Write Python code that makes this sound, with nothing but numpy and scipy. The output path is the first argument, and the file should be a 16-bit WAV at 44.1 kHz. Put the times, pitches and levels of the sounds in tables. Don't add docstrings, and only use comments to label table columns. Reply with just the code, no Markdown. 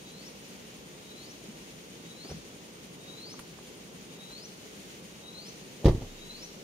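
import sys
import numpy as np
from scipy import signal
from scipy.fft import rfft, irfft
from scipy.io import wavfile

SR = 44100
rng = np.random.default_rng(int(sys.argv[2]) if len(sys.argv) > 2 else 0)


def pcm_store(signal):
    levels = np.round(np.clip(np.atleast_2d(signal), -1, 1) * 32767)
    wavfile.write(sys.argv[1], SR, levels.astype(np.int16).T)


N = 292383

# (frequency [Hz], coherence [0-1])
COHERENCE = [(150, 1), (400, 0.86), (800, 0.59), (1400, 0.49), (3000, 0.23), (12000, 0)]
# (frequency [Hz], left minus right [dB])
MICROPHONE_BALANCE = [(100, 0.6), (380, 0), (800, -1), (1400, -2), (2400, -1), (4400, -.5), (6700, 4.5),
                      (8000, 4), (8900, 12.5), (9700, 11.5), (10600, 11), (12000, 0.5), (14000, -1.5),
                      (15500, 0)]
# (frequency [Hz], t60 [s])
FOREST_DECAY = [(40, 0.33), (300, 0.32), (1500, 0.5), (4200, 1), (9000, 0.31)]
# (frequency [Hz], relative density [dB per Hz])
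RUSH_SPECTRUM = [(12, -55), (20, -47), (53, -9.5), (86, -14.5), (178, 0.5), (280, -5), (455, -4.5),
                 (690, -14), (1500, -19), (1950, -44), (3300, -120)]
# (frequency [Hz], relative density [dB per Hz])
HISS_SPECTRUM = [(1100, -30), (1550, -5.5), (2000, -1), (3000, 0.5), (3700, -2), (5200, -4.5), (6950, -2),
                 (7400, -9), (8100, -13), (8600, -10.5), (8950, -11), (9500, -18), (11000, -15.5),
                 (12100, -12.5), (14300, -15), (16000, -20)]
# (first chirp [s], chirp rate [1/s], pitch [Hz], sag in a chirp [Hz], level [dB],
# pause after HUSH_S [s])
CRICKET_SONGS = [(.010, 11.0, 9060, 40, -60, 1), (.006, 10.67, 9100, 336, -58.5, .34)]
# (time of the top [s], relative level [dB])
WHISTLE_TOPS = [(.291, -52.5), (1.324, -50.5), (2.326, -49), (3.340, -45), (4.464, -46), (5.498, -46.5),
                (6.454, -46.5)]
# (time [s], level [dB], centre frequency [Hz],
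# crisp edge relative to the body [dB])
KNOCK_EVENTS = [(1.483, -39, 209, -48), (2.246, -36, 392, -19), (2.292, -40, 514, -17),
                (2.297, -32.5, 148, -21), (2.297, -41, 72.5, -55), (2.310, -36, 412, -22),
                (2.341, -36.5, 159, -44), (3.339, -45.5, 900, -25), (3.3906, -34.5, 845, -3),
                (3.587, -43, 900, -19), (4.184, -44, 736, -15), (4.304, -48.5, 930, -25),
                (4.774, -44, 198, -45)]
# (time [s], level [dB])
TICK_EVENTS = [(3.392, -46.5), (3.629, -55)]
# (time [s],
# push on the panels [dB], contact time [ms], relative rattle of latch and trim [dB])
DOOR_BLOWS = [(5.8455, -16.5, 1.35, -28.5), (5.8564, 3, 2.74, -19), (5.8695, -10.5, 1.66, -50),
              (5.883, -9.5, 1.16, -23.5), (5.895, -15.5, 1.56, -38), (5.949, -12.5, 3.7, -40.5),
              (6.013, -24.5, 2.7, -43), (6.0204, -28, 1.1, -40.5)]
# (frequency [Hz], relative level [dB], t60 [s])
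DOOR_MODES = [(25.9, -40.5, 1.6), (30, -22, 0.26), (57.5, -17, 0.17), (88.8, -33, 0.42), (99, -38.5, 0.555),
              (115.5, -11.5, 0.14), (151.3, -26, 0.18), (180.7, -31.5, 0.21), (212, -22.5, 0.17),
              (247, -17, 0.17), (315, -18, 0.11), (347, -21.5, 0.089), (373, -33.5, 0.4),
              (408, -25.5, 0.22), (450, -12.5, 0.08), (490, -28, 0.091), (535, -25, 0.11), (560, -32, 0.2),
              (680, -48, 0.25), (786, -23.5, 0.24), (886, -38.5, 0.36), (957, -30, 0.29), (1130, -22, 0.16)]
# (frequency [Hz], relative density [dB per Hz])
RATTLE_SPECTRUM = [(100, -20), (350, 4.5), (800, -4.5), (1250, -10.5), (1480, -21), (1850, -11.5),
                   (2400, -18), (3500, -14), (5500, -18), (8000, -29.5), (12000, -34), (16000, -35)]
# (frequency [Hz], t60 [s])
RATTLE_DECAY = [(200, 0.33), (1000, 0.14), (3000, 0.11), (12000, 0.095)]

RUSH_DB, HISS_DB = -49.5, -52
HUSH_S = 5.915
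WHISTLE_S, RELEASE_S = .41, 0.015
START_HZ, CREEP_HZ_PER_S = 3680, 650
CURL_HZ, CURL_S = 2327, .06
STEADY_HZ = 3370
FULL_S, OPENING_DB = 0.35, -25
THROB_S, LAST_DIP_S, DIP_DB = .115, .35, -6.5
KNOCK_OCTAVES, CRISP_HZ = 0.58, 3030
KNOCK_T60_S, KNOCK_DAMPING = 0.033, 0.8
SHUDDER_S, SHUDDER_SLOWING = .00838, 1.49
SHUDDER_LOSS_DB = 3
EDGE_HZ = 15780
HALVES = np.array([[.5], [-.5]])


def amp(db):
    return 10 ** (np.asarray(db) / 20)


def unit(x):
    return x / np.sqrt(np.mean(x ** 2) + 1e-20)


def read(points, hz):
    f, value = np.transpose(points)
    return np.interp(np.log(hz + 1), np.log(f + 1), value)


def add(mix, s, sound):
    start = round(s * SR)
    sound = sound[..., max(-start, 0):]
    part = mix[:, max(start, 0):][:, :sound.shape[-1]]
    part += sound[..., :part.shape[1]]


def pair_noise(shape_db, size, likeness=1, lag_s=0):
    hz = np.fft.rfftfreq(size, 1 / SR)
    common, separate = np.exp(2j * np.pi * rng.random((2, len(hz))))
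    same = np.clip(likeness * read(COHERENCE, hz), -1, 1)
    left = common * np.exp(-2j * np.pi * hz * lag_s)
    right = same * common + np.sqrt(1 - same ** 2) * separate
    level_db = shape_db(hz) + HALVES * read(MICROPHONE_BALANCE, hz)
    return unit(irfft(np.array([left, right]) * amp(level_db), size))


def drift(per_s, size):
    hz = np.fft.rfftfreq(size, 1 / SR)
    spectrum = rfft(rng.standard_normal(size)) * (hz > 0)
    return unit(irfft(spectrum / (1 + (hz / per_s) ** 4), size))


def fade(x, t60s):
    hz, t, z = signal.stft(x, SR, nperseg=256)
    decay = amp(-60 * t / read(t60s, hz)[:, None])
    return signal.istft(z * decay, SR, nperseg=256)[1][:, :x.shape[1]]


def forest(x, build_s):
    t = np.arange(SR) / SR
    tail = fade(rng.standard_normal((2, SR)), FOREST_DECAY) * (1 - np.exp(-t / build_s))
    return signal.fftconvolve(x, tail / np.linalg.norm(tail[0]), axes=1)[:, :N]


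def background(lump_db=0.53, swell_db=.5, flicker_db=0.85):
    rush = pair_noise(lambda hz: read(RUSH_SPECTRUM, hz), size=N, likeness=0.96, lag_s=0.00028)
    hiss = pair_noise(lambda hz: read(HISS_SPECTRUM, hz), size=N, likeness=0.39, lag_s=0.000328)
    rush_db = RUSH_DB + lump_db * drift(30, size=N)
    hiss_db = HISS_DB + swell_db * drift(1.1, size=N) + flicker_db * drift(16.6, size=N)
    return rush * amp(rush_db) + hiss * amp(hiss_db)


def crickets(right_db=-14, length_s=.046, uneven_db=0.5, rasp_hz=95, stray_s=.004, scatter_db=-1):
    u = np.linspace(0, 1, int(length_s * SR))
    song = np.zeros((2, N))
    for first_s, rate, hz, sag_hz, level_db, pause_s in CRICKET_SONGS:
        for s in np.r_[first_s:HUSH_S:1 / rate, HUSH_S + pause_s:N / SR:1 / rate]:
            late, strength = rng.standard_normal(2)
            pitch = hz - sag_hz * u + rasp_hz * drift(230, size=len(u))
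            chirp = np.sin(np.pi * u) * np.sin(2 * np.pi * np.cumsum(pitch) / SR)
            add(song, s + stray_s * late, amp(level_db + uneven_db * strength) * chirp)
    return (song + amp(scatter_db) * forest(song, build_s=0.0029)) * amp([[0], [right_db]])


def bird(db=0.5, pan_db=3, echo_db=-7, waver=0.034, flutter_db=2.5):
    t = np.arange(0, WHISTLE_S + RELEASE_S / 2, 1 / SR)
    out = np.zeros((2, N))
    pitch = START_HZ + CREEP_HZ_PER_S * t + CURL_HZ * np.exp((t - WHISTLE_S) / CURL_S)
    dips = np.cos(np.pi * (t - LAST_DIP_S) / THROB_S) ** 8
    shape_db = OPENING_DB * (1 - t / FULL_S) ** 2 + DIP_DB * dips
    release = np.minimum((t[-1] - t) / RELEASE_S, 1)
    for top_s, call_db in WHISTLE_TOPS:
        hz = pitch + waver * (pitch - STEADY_HZ) * drift(140, size=len(t))
        loud = release * amp(db + call_db + shape_db + flutter_db * drift(29, size=len(t)))
        phase = 2 * np.pi * np.cumsum(hz) / SR
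        add(out, top_s - WHISTLE_S, loud * np.array([np.sin(phase), np.cos(phase)]))
    return amp(HALVES * pan_db) * (out + amp(echo_db) * forest(out, build_s=0.0045))


def knocks(rise_cycles=0.96, echo_db=-14, ring_top_hz=330):
    t = np.arange(SR // 3) / SR
    out = np.zeros((2, N))
    for s, level_db, centre_hz, crisp_db in KNOCK_EVENTS:
        t60 = KNOCK_T60_S * (1000 / centre_hz) ** KNOCK_DAMPING
        body = lambda hz: -6 * (np.log2((hz + 1) / centre_hz) / KNOCK_OCTAVES) ** 2
        edge = lambda hz: crisp_db - 20 * np.log10(1 + (hz / CRISP_HZ) ** 2)
        noise = pair_noise(lambda hz: np.maximum(body(hz), edge(hz)), size=len(t))
        ring = 2 * np.sin(2 * np.pi * centre_hz * t) / (1 + (centre_hz / ring_top_hz) ** 2)
        envelope = amp(level_db - 60 * t / t60) * (1 - np.exp(-t * centre_hz / rise_cycles))
        add(out, s, envelope * unit(noise + ring))
    return out + amp(echo_db) * forest(out, build_s=0.0091)


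def ticks(centre_hz=10400, octaves=.55, t60=0.1, rise_s=.002):
    t = np.arange(SR // 4) / SR
    out = np.zeros((2, N))
    for s, level_db in TICK_EVENTS:
        noise = pair_noise(lambda hz: -6 * (np.log2((hz + 1) / centre_hz) / octaves) ** 2, size=len(t))
        add(out, s, amp(level_db - 60 * t / t60) * (1 - np.exp(-t / rise_s)) * noise)
    return out


def swing(db=-44, grow_s=0.043, centre_hz=300):
    t = np.arange(SR // 4) / SR
    air = pair_noise(lambda hz: -7 * np.log2((hz + 1) / centre_hz) ** 2, size=len(t))
    swell = np.exp((t - t[-1]) / grow_s) * signal.windows.tukey(len(t), .03)
    out = np.zeros((2, N))
    add(out, DOOR_BLOWS[0][0] - t[-1], amp(db) * air * swell)
    return out


def push(ring, s, gain, contact_ms):
    contact_s = contact_ms / 1000
    t = np.arange(SR // 50) / SR
    force = np.sin(np.pi * np.minimum(t / contact_s, 1)) ** 2
    return s - contact_s / 2, gain * signal.fftconvolve(ring, force / force.sum())


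def door(rattle_db=-5.0, rattle_pan_db=-2.0, echo_db=-24, rise_s=0.0004, count=2):
    t = np.arange(SR) / SR
    ring = sum(amp(db - 60 * t / t60) * np.cos(2 * np.pi * hz * t) for hz, db, t60 in DOOR_MODES)
    out = np.zeros((2, N))
    for s, push_db, contact_ms, shake_db in DOOR_BLOWS:
        add(out, *push(ring, s, amp(push_db), contact_ms))
        rattle = fade(pair_noise(lambda hz: read(RATTLE_SPECTRUM, hz), size=SR // 2), RATTLE_DECAY)
        rattle *= 1 - np.exp(-t[:SR // 2] / rise_s)
        add(out, s, amp(rattle_db + shake_db + HALVES * rattle_pan_db) * rattle)
    s, push_db, contact_ms, _ = max(DOOR_BLOWS, key=lambda blow: blow[1])
    for k in range(1, count + 1):
        s += SHUDDER_S * SHUDDER_SLOWING ** (k - 1)
        add(out, *push(ring, s, (-1) ** k * amp(push_db - k * SHUDDER_LOSS_DB), contact_ms))
    return out + amp(echo_db) * forest(out, build_s=0.014)


def scene():
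    return background() + crickets() + bird() + knocks() + ticks() + swing() + door()


def record(dry):
    thinned = signal.sosfilt(signal.butter(2, 15, "high", fs=SR, output="sos"), dry)
    band_limit = signal.firwin(511, EDGE_HZ, window=("kaiser", 9), fs=SR)
    return signal.oaconvolve(thinned, band_limit[None], "same")


dry = scene()
out = record(dry)
pcm_store(out)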